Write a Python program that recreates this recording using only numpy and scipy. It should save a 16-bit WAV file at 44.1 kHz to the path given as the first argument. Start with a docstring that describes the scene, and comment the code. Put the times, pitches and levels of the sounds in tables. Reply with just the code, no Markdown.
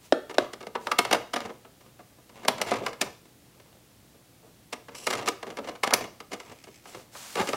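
"""Two hollow knocks come first: a child stamps a toy figure on a hardwood floor in a small room.
The figure clatters into a plastic playhouse, then a little door and its flap are pushed open and shut.
Each hit makes the hollow shell ring, and the door's catch ticks. Between hits, sliding plastic sticks
and slips, so it scrapes and hisses. At the end the toy is shoved aside with a squeak and a sleeve
brushes past the microphone. A faint hiss and hum lie under it all."""
import sys
import numpy as np
from scipy import signal
from scipy.fft import rfft, irfft, next_fast_len
from scipy.io import wavfile
from scipy.ndimage import uniform_filter1d

SR = 44100
rng = np.random.default_rng(int(sys.argv[2]) if len(sys.argv) > 2 else 0)


def persist_wave(psi):
    """Save psi, clipped to +-1, as 16-bit WAV."""
    counts = np.round(np.clip(psi, -1, 1) * 32767).astype(np.int16)
    wavfile.write(sys.argv[1], SR, np.atleast_2d(counts).T)


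N = 333396

# the figure hits the floor: (time [s], level [dB], crack against the ringing [dB])
STAMPS = [(0.1236, -14.5, -9), (0.3831, -16, -1.5)]
# the notes that figure and floorboard ring at: (pitch [Hz], level [dB], time to fade by 60 dB [s])
BOARD_NOTES = [(283, 0.5, 0.03), (360, 0, 0.028), (615, 7.5, 0.017), (1180, -14.5, 0.011),
               (1460, -30, 0.012), (3820, -15, 0.021), (5170, -13.5, 0.018), (7500, -20, 0.0077)]
# tone colour of the crack of its feet: (frequency [Hz], level [dB])
CRACK_COLOUR = [(150, -13), (300, 0), (700, -0.5), (1550, 10), (2200, -7), (2900, -2.5), (4000, -4),
                (6500, -18), (9000, -18), (16000, -37.5)]

# figure, door, flap and hand hit the playhouse; chatter is how long the parts keep bouncing:
# (time [s], chatter [s], relative strength [dB], brightness [dB per octave], extra thud [dB])
CLACKS = [ (.296, .019, -41.5, -.5, 0.5), (.533, 0.0039, -43.5, 2.5, 2.5), (.606, 0.01, -45.5, -.5, 1),
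          (.629, 0.0021, -46, -1, 0), (.669, .002, -41.5, -1, 3.5), (.753, .004, -27.5, -5.5, -5),
          (.87, 0.0012, -28.5, -3, -11.5), (.916, 0.0055, -22, -2.5, -17), (.9875, 0.0033, -19, 1, -7),
          (1.05, .002, -30, -1, -17), (1.112, .002, -25.5, -1, -4.5), (1.129, 0.0022, -20.5, 0.63, -4.5),
          (1.146, 0.0064, -25.5, -2.5, -20), (1.335, 0.006, -29, -0.2, -5),
          (1.361, 0.0056, -28, -1.5, -5.5), (1.405, 0.0016, -40, 0, -12), (1.454, 0.006, -40, -2, 1),
          (1.494, 0.011, -41.5, -4.3, 1), (1.649, 0.0069, -50.5, -4, -2), (1.992, 0.014, -50, -4.5, -1.5),
          (2.184, 0.01, -60, -12, 3), (2.432, 0.0098, -48.5, -0.5, 4), (2.45, .002, -37, -1.5, -2),
          (2.482, .0033, -20.5, 0.96, -6.5), (2.582, .0035, -44, 1.5, 0), (2.602, .002, -38, -10, -1),
          (2.615, 0.0048, -29, 2.5, -5.5), (2.67, 0.03, -39, 0.5, -14), (2.711, .003, -39.5, 3, -3),
          (2.716, 0.009, -24, -6, -0.5), (2.738, 0.0067, -31.5, -2.3, -4), (2.757, 0.0048, -38, -1, -1),
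          (2.811, .008, -46, -14, 13.5), (2.864, 0.00374, -28, -1, -14), (2.931, .003, -45, 0, -1),
          (3.013, 0.0067, -30, 4.5, -2), (3.068, 0.0059, -41.5, -14, -4.5), (3.255, 0.0041, -63, 1.5, 6),
          (3.6, .003, -59.5, 1.5, 2), (4.145, 0.0081, -66, -3, 10), (4.43, 0.056, -62, -12, 5.5),
          (4.727, 0.0078, -36, 2, -2.5), (4.884, 0.0067, -44.5, -2.7, -3.5), (4.951, .0036, -50, 4, -8),
          (5.069, 0.0033, -27, 1.5, -4.5), (5.103, 0.00878, -32, 2, -3), (5.127, 0.0124, -30, 1, -7),
          (5.153, .002, -44, 3.5, 7), (5.171, 0.017, -43, 3, 3), (5.19, .008, -37.5, -1.5, -5),
          (5.26, .012, -41, 3, 3), (5.276, 0.0027, -24.5, -2, -11), (5.285, .003, -34, 5, 3.5),
          (5.429, 0.0023, -36.5, -2.1, -5), (5.468, 0.0044, -44.5, -1.2, 6), (5.571, 0.0044, -39, -0.3, -3),
          (5.587, 0.0064, -37, -3, 4), (5.686, 0.01, -39, -0.3, 4), (5.752, 0.0091, -46, -1, -9),
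          (5.834, 0.009, -22.5, -0.5, -12.5), (5.873, 0.00505, -30.5, 0, -2),
          (5.908, 0.0022, -30.5, -1.5, -16), (5.926, 0.013, -23, -12, -8.5), (5.937, 0.0025, -27.5, 6, 0.5),
          (6.008, .006, -42, -.4, 4.5), (6.041, 0.0027, -43, 0.5, -13), (6.203, 0.0042, -43, 0, -3.5),
          (6.331, 0.0085, -39.5, 2.5, 3), (6.401, 0.00263, -45.5, 1.7, -6), (6.513, 0.011, -50.5, -.7, 1),
          (6.64, 0.0022, -58.5, 5.5, 2), (6.671, 0.012, -52, -1, 3), (6.856, 0.0044, -47.5, -2.5, -9),
          (6.947, .0036, -44.5, -0.5, 2), (7.152, 0.0015, -42.5, -7, -13), (7.355, .001, -36, 1.5, 3.5),
          (7.368, 0.018, -30.5, -2, -4), (7.389, .011, -34.5, 0, 0.5), (7.414, 0.0092, -32, -1.2, -23),
          (7.473, 0.0062, -38, 1.5, -4), (7.489, 0.0029, -37, 3.5, 6.5), (7.533, .0017, -27.5, -3.5, -4.5)]
# five bands of a hit, called thud, knock, clack, tick and sparkle: (low edge [Hz], high edge [Hz])
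BANDS = [(195, 600), (600, 1700), (1700, 5000), (5000, 9500), (9500, 16000)]
# the notes that the hollow shell rings at: (pitch [Hz], width [Hz], level [dB])
SHELL_NOTES = [(268, 160, -11), (390.2, 14, -4.5), (471.3, 21, 0), (691, 75, -2.5), (975.5, 39, -3),
               (1183.4, 27, -3), (1266, 16, -7.5), (1714, 270, -6.5), (2120, 48, -3.5), (2675, 200, -14.5),
               (2816, 110, -4), (3730, 120, -15), (4200, 120, -31), (5690, 190, -20), (5970, 252, -7.5),
               (7090, 680, -5.5), (10750, 780, -14.5)]
# tone colour of the shell's many weaker notes: (frequency [Hz], level [dB])
PLASTIC_COLOUR = [(50, -50), (100, 10), (180, 1.5), (260, 1.5), (650, -1), (1200, -2.5), (1700, -11.5),
                  (2200, -6), (4000, -11.5), (7000, -17), (11500, -23), (12800, -24.5), (16000, -37.5)]
# the door's catch springs over its lip: (time [s], level [dB])
CATCHES = [(2.484, -31), (5.9372, -16.5)]
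# tone colour of the stiff little catch: (frequency [Hz], level [dB])
CATCH_COLOUR = [(5000, -25), (9000, -11), (10500, 2), (11500, 3), (12800, -12), (16000, -14)]

# plastic slides on plastic: (start [s], length [s], relative level [dB])
SLIDES = [(0.341, 0.098, -38.5), (.78, .1, -52), (1.005, .2, -42.5), (1.36, 0.096, -40.5),
          (1.8, 0.064, -51.5), (2.28, .14, -51), (2.42, 0.3, -47), (2.629, 0.26, -39), (2.981, .07, -38),
          (3.45, 0.32, -64), (4.87, .21, -48.5), (5.11, .12, -37.5), (5.44, 0.071, -38),
          (5.6, 0.095, -39.5), (5.861, .18, -38), (6.3, 0.048, -36.5), (6.39, 0.16, -52),
          (6.85, 0.15, -49.5), (7.36, 0.043, -25), (7.46, 0.09, -32)]
# the toy's rim squeaks on the floor: (time [s], slip rate [Hz], level [dB])
SKID = [(7.36, 674, -56), (7.372, 709, -54), (7.405, 815, -25), (7.425, 960, -46), (7.44, 1000, -66)]
# smooth plastic rubs, as in the door's hinge: (start [s], length [s], level [dB])
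RUBS = [(4.945, .17, -46), (6.865, 0.04, -53.5)]
# the thin notes that this rubbing wakes: (pitch [Hz], width [Hz], level [dB])
SQUEAK_NOTES = [(2860, 450, 0), (4240, 430, -5), (5470, 500, 1), (6000, 530, -8), (7700, 260, 3),
                (9540, 140, -0.5), (10100, 490, -6), (11400, 1200, -12.5)]
# a finger drags over the toy's wall: (start [s], length [s], level [dB])
FINGER_DRAGS = [(6.38, 0.25, -60.5), (6.68, 0.083, -65)]
# that wall's notes under the finger: (pitch [Hz], width [Hz], level [dB])
WALL_NOTES = [(2300, 570, -1), (5160, 400, -5), (6270, 450, -7), (7690, 700, -8)]
# skin and cloth brush by: (start [s], length [s], level [dB])
BRUSHES = [(0, 0.054, -54.5), (.78, 0.16, -56), (6.82, 0.19, -54.5), (7.11, 0.47, -45)]
# tone colour of the brushing: (frequency [Hz], level [dB])
CLOTH_COLOUR = [(120, -46), (200, -21), (322, -12), (394, -14), (456, -8), (590, -5), (950, -4), (1940, -7),
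                (7270, -6), (16000, -18.5)]

# tone colour of still air and microphone hiss: (frequency [Hz], level [dB])
HISS_COLOUR = [(12, -54), (20, -23.5), (44, -15), (123, -3), (216, -7.5), (328, -7), (377, -12.5),
               (542, -13), (849, -17), (976, -20.5), (1090, -18.5), (1190, -21), (3340, -22), (16000, -27)]
# mains hum: (pitch [Hz], level [dB])
HUM = [(59.5, -75), (119, -69.5)]
# how long the room echoes: (frequency [Hz], time to fade by 60 dB [s])
ECHO_TIMES = [(150, 0.18), (500, 0.33), (2000, 0.39), (6000, 0.44), (10000, 0.24), (16000, 0.37)]
# tone colour of what the room's walls give back: (frequency [Hz], level [dB])
ECHO_COLOUR = [(150, 11), (600, 6), (2500, -1), (7000, -2.5), (15000, 2.5)]

GRAZE_S = .005  # how long the parts graze just before a hit
HIT_S = .016  # a hit's level is set over this first stretch
BAND_FILTERS = [signal.butter(4, edges, "bandpass", fs=SR, output="sos") for edges in BANDS]


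def figure_stamps(bass_hz=265, beam_hz=1500, echo_db=-14.5):
    """The figure's feet hit the board and both ring: a short, hollow knock with a hard edge."""
    out, t = np.zeros(N), np.arange(SR // 8) / SR
    hz, db, t60 = np.transpose(BOARD_NOTES)[:, :, None]
    sign = (-1) ** np.arange(len(BOARD_NOTES))[:, None]  # neighbouring notes swing opposite ways
    notes = sign * amp(db) * np.sin(2 * np.pi * hz * t) * fade(t, t60)
    # high notes travel in narrow beams, so the room gets mostly low notes and a plain crack
    spread_notes = notes / (1 + (hz / beam_hz) ** 2)
    bass_cut = signal.butter(5, bass_hz, "highpass", fs=SR, output="sos")  # too small to make bass
    crack = lambda: coloured(rng.standard_normal(len(t)), CRACK_COLOUR) * fade(t, 0.028)
    for s, level_db, crack_db in STAMPS:
        direct = signal.sosfilt(bass_cut, notes.sum(axis=0) + amp(crack_db) * crack())
        around = signal.sosfilt(bass_cut, spread_notes.sum(axis=0) + crack())
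        gain = amp(level_db) / rms(direct[t < HIT_S])
        add(out, s, gain * direct)
        add(out, s, gain * amp(echo_db) * signal.fftconvolve(around, room_echo()))
    return out


def clatter(spots=9, gain_db=-2):
    """Figure, door and flap strike the playhouse, at spots that each have their own echo."""
    out = np.zeros(N)
    echoes = [room_echo() for _ in range(spots)]
    for k, (s, chatter_s, *hit) in enumerate(CLACKS + rattles()):
        sound = amp(gain_db) * clack(chatter_s, band_levels(*hit))
        add(out, s - GRAZE_S, in_room(sound, echoes[k % spots], echo_db=-12))
    return out


def clack(chatter_s, levels_db, ring_db=-8, scatter_db=4, graze_db=-9, grit_db=3.5,
          snaps_db=(1, 2, 4, 7, 9), fades_s=(.075, .06, .042, .032, .028)):
    """One hit: a graze, a snap, a moment of chatter, then the shell rings, longest in its low bands."""
    t = np.arange(SR // 10) / SR - GRAZE_S
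    since_rest = np.maximum(t - chatter_s, 0)
    hz, width, db = np.transpose(SHELL_NOTES)[:, :, None]
    # each spot on the shell favours other notes, and the holding hand shifts them a little
    strength, detune, phase = rng.uniform(-0.97, 1, (3, len(SHELL_NOTES), 1))
    waves = np.sin(2 * np.pi * (hz * (1 + 0.032 * detune) * t + phase))
    gains = amp(db + ring_db + scatter_db * strength)
    ring = np.sum(gains * waves * np.exp(-np.pi * width * since_rest), axis=0)
    # the chatter is a run of tiny, uneven touches
    grit = amp(grit_db * wobble(len(t), smooth_samples=50) * fade(since_rest, 0.2))
    weak_notes = grit * coloured(rng.standard_normal(len(t)), PLASTIC_COLOUR)
    # a clean hit starts with a snap; a long chatter softens it
    snap = fade(np.abs(t), 0.0025) * fade(chatter_s, 0.071)
    during_hit = (t >= 0) & (t < HIT_S)
    out = np.zeros(len(t))
    for band, level_db, snap_db, t60 in zip(BAND_FILTERS, levels_db, snaps_db, fades_s):
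        attack = np.where(t < 0, amp(graze_db) * (1 + t / GRAZE_S), 1 + amp(snap_db) * snap)
        part = signal.sosfilt(band, attack * (ring + weak_notes * fade(since_rest, t60)))
        out += amp(level_db) * part / rms(part[during_hit])
    return out


def band_levels(db, brightness, thud_db, clack_db=-2, tick_db=-10, sparkle_db=-9, firm_db=-30.5):
    """A hit's five band levels in dB: hard hits have more treble, heavy ones shake the whole toy."""
    centres = np.sqrt(np.prod(BANDS[1:4], axis=1))
    octaves = np.log2(centres / centres[0])
    knock, middle, tick = db + np.array([0, clack_db, tick_db]) + brightness * octaves
    # firm hits sparkle more, and so do hits with little thud
    sparkle = tick + sparkle_db + .15 * (db - firm_db) - 0.16 * thud_db
    return [db + thud_db, knock, middle, tick, sparkle]


def rattles(per_s=16, offset_db=-6.5, scatter_db=1.5, chatter_s=.006, thud_db=1):
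    """Loose parts tap at uneven moments of each slide. Gives rows like those of CLACKS."""
    rows = []
    for start, length, db in SLIDES:
        count = round(length * per_s)
        for k, (shift, strength, brightness) in enumerate(rng.uniform(-1, 1, (count, 3))):
            s = start + length * (k + (1 + shift) / 2) / count
            rows.append((s, chatter_s, db + offset_db + scatter_db * strength, brightness, thud_db))
    return [row for row in rows if row[0] < N / SR]


def door_catch(fade_s=0.032):
    """The stiff catch springs free with a brief, glassy tick."""
    out, t = np.zeros(N), np.arange(SR // 10) / SR
    for s, db in CATCHES:
        tick = coloured(rng.standard_normal(len(t)), CATCH_COLOUR) * fade(t, fade_s)
        add(out, s, in_room(amp(db) * tick, room_echo(), echo_db=-13))
    return out


def scraping(gain_db=-3.5, shell_db=6, soft_hz=6000, bass_hz=190):
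    """Sliding parts stick and slip, shaking the shell more softly than a hit does."""
    def colour(hz):
        shell = amp(curve(PLASTIC_COLOUR, hz)) * (1 + amp(shell_db) * resonances(SHELL_NOTES, hz))
        softened = shell / np.hypot(1, hz / soft_hz)
        return softened / np.hypot(1, (bass_hz / (hz + 1)) ** 2)  # a light shell has no deep bass

    rasp = friction(colour, slips_per_s=330, scatter_db=4.5, fade_s=0.034)
    movement = strokes(SLIDES, rise_s=0.09, fall_s=0.056)
    return in_room(amp(gain_db) * movement * rasp, room_echo(), echo_db=-5)[:N]


def rim_skid(jitter=0.028, overtone_db=-10):
    """The rim sticks and slips ever faster as the toy gathers speed: a rising squeak."""
    t = np.arange(N) / SR
    s, hz, db = np.transpose(SKID)
    pitch = np.interp(t, s, hz) * (1 + jitter * wobble(N, smooth_samples=120))
    phase = 2 * np.pi * np.cumsum(pitch) / SR
    tone = unit(sum(amp(overtone_db * k) * np.sin((k + 1) * phase) for k in range(3)))
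    loudness = amp(np.interp(t, s, db, left=-120, right=-120))
    return in_room(loudness * tone, room_echo(), echo_db=-9.5)[:N]


def rubbing():
    """Smooth plastic rubs with a faintly squeaky hiss; a finger on the wall is lower and grittier."""
    squeak = friction(lambda hz: resonances(SQUEAK_NOTES, hz),
                      slips_per_s=2800, scatter_db=6.5, fade_s=0.025)
    grit = friction(lambda hz: resonances(WALL_NOTES, hz), slips_per_s=470, scatter_db=7, fade_s=0.029)
    plastic = strokes(RUBS, rise_s=0.0086, fall_s=.07) * squeak
    finger = strokes(FINGER_DRAGS, rise_s=.04, fall_s=0.34) * grit
    return plastic + finger


def brushing(grain_db=1):
    """Fingers and sleeve brush along: a soft hiss of countless fibres."""
    fibres = amp(grain_db * wobble(N, smooth_samples=90))
    hiss = coloured(fibres * rng.standard_normal(N), CLOTH_COLOUR)
    return strokes(BRUSHES, rise_s=.06, fall_s=0.0804) * hiss


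def room_echo(build_s=0.0056):
    """The room's answer to one click: reflections build up, then fade, the bass soonest."""
    hz, t, spectrum = signal.stft(rng.standard_normal(SR // 2), SR, nperseg=256)
    fading = spectrum * fade(t, curve(ECHO_TIMES, hz)[:, None])
    echo = coloured(signal.istft(fading, SR, nperseg=256)[1], ECHO_COLOUR)
    echo *= 1 - np.exp(-(np.arange(len(echo)) / SR / build_s) ** 2)
    return echo / np.linalg.norm(echo)


def room_tone(hiss_db=-57.5):
    """Still air, microphone hiss and a faint mains hum."""
    t = np.arange(N) / SR
    hum = sum(amp(db) * np.sqrt(2) * np.sin(2 * np.pi * (hz * t + rng.random())) for hz, db in HUM)
    return amp(hiss_db) * coloured(rng.standard_normal(N), HISS_COLOUR) + hum


def friction(colour, slips_per_s, scatter_db, fade_s):
    """Sticking and slipping: each tiny slip starts a burst of noise, shaped by the gain colour(hz)."""
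    slips = (rng.random(N) < slips_per_s / SR) * amp(scatter_db * rng.standard_normal(N))
    decay = fade(np.arange(SR // 10) / SR, fade_s)
    bursts = np.sqrt(np.abs(signal.fftconvolve(slips ** 2, decay ** 2)[:N]))  # their energies add up
    size = next_fast_len(N)
    grid_hz = np.linspace(0, SR / 2, 4096)
    gains = np.interp(np.fft.rfftfreq(size, 1 / SR), grid_hz, colour(grid_hz))
    noise = irfft(rfft(rng.standard_normal(size)) * gains, size)[:N]
    return unit(bursts * noise)


def strokes(rows, rise_s, fall_s):
    """Loudness of hand movements over time: each gathers speed, holds it and runs out."""
    t = np.arange(N) / SR
    return sum(amp(db) * np.clip((t - s) / rise_s, 0, 1)
               * np.clip(1 - (t - s - length) / fall_s, 0, 1) ** 2 for s, length, db in rows)


def resonances(notes, hz):
    """How strongly a part with these ringing notes answers at the frequencies hz."""
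    centre, width, db = np.transpose(notes)[:, :, None]
    off_pitch = (hz ** 2 - centre ** 2) / (width * (hz + 1))
    return np.sqrt(np.sum(amp(db) ** 2 / (1 + off_pitch ** 2), axis=0))


def in_room(x, echo, echo_db):
    """The direct sound followed by its echo."""
    response = amp(echo_db) * echo
    response[0] += 1
    return signal.fftconvolve(x, response)


def coloured(x, colour):
    """Give x a tone colour, at average level 1."""
    size = next_fast_len(len(x))
    gains = amp(curve(colour, np.fft.rfftfreq(size, 1 / SR)))
    return unit(irfft(rfft(x, size) * gains, size)[:len(x)])


def curve(points, hz):
    """Read between (frequency [Hz], value) points, with octaves evenly spaced."""
    frequencies, values = np.transpose(points)
    return np.interp(np.log(hz + 1), np.log(frequencies + 1), values)


def wobble(length, smooth_samples):
    """A smoothed random wiggle at average level 1."""
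    return unit(uniform_filter1d(rng.standard_normal(length), size=smooth_samples))


def fade(t, t60):
    """A gain that dies away, 60 dB down after t60 seconds."""
    return np.exp(-np.log(1000) * t / t60)


def amp(db):
    """Turn decibels into a gain."""
    return 10 ** (np.asarray(db) / 20)


def rms(x):
    """The average level of x (root mean square)."""
    return np.sqrt(np.mean(x ** 2) + 1e-20)


def unit(x):
    """Scale x to average level 1."""
    return x / rms(x)


def add(track, s, sound):
    """Mix a sound into the track at time s."""
    start = max(round(s * SR), 0)
    track[start:start + len(sound)] += sound[:N - start]


def scene():
    """All the sounds together, in one channel."""
    hits = figure_stamps() + clatter() + door_catch()
    return (hits + scraping() + rubbing() + rim_skid() + brushing() + room_tone())[None]


def record(dry, top_hz=15850):
    """Cut away the highest treble, above top_hz."""
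    size = next_fast_len(N + SR // 2)
    kept = np.fft.rfftfreq(size, 1 / SR) < top_hz
    return irfft(rfft(dry, size) * kept, size)[:, :N]


dry = scene()
out = record(dry)
persist_wave(out)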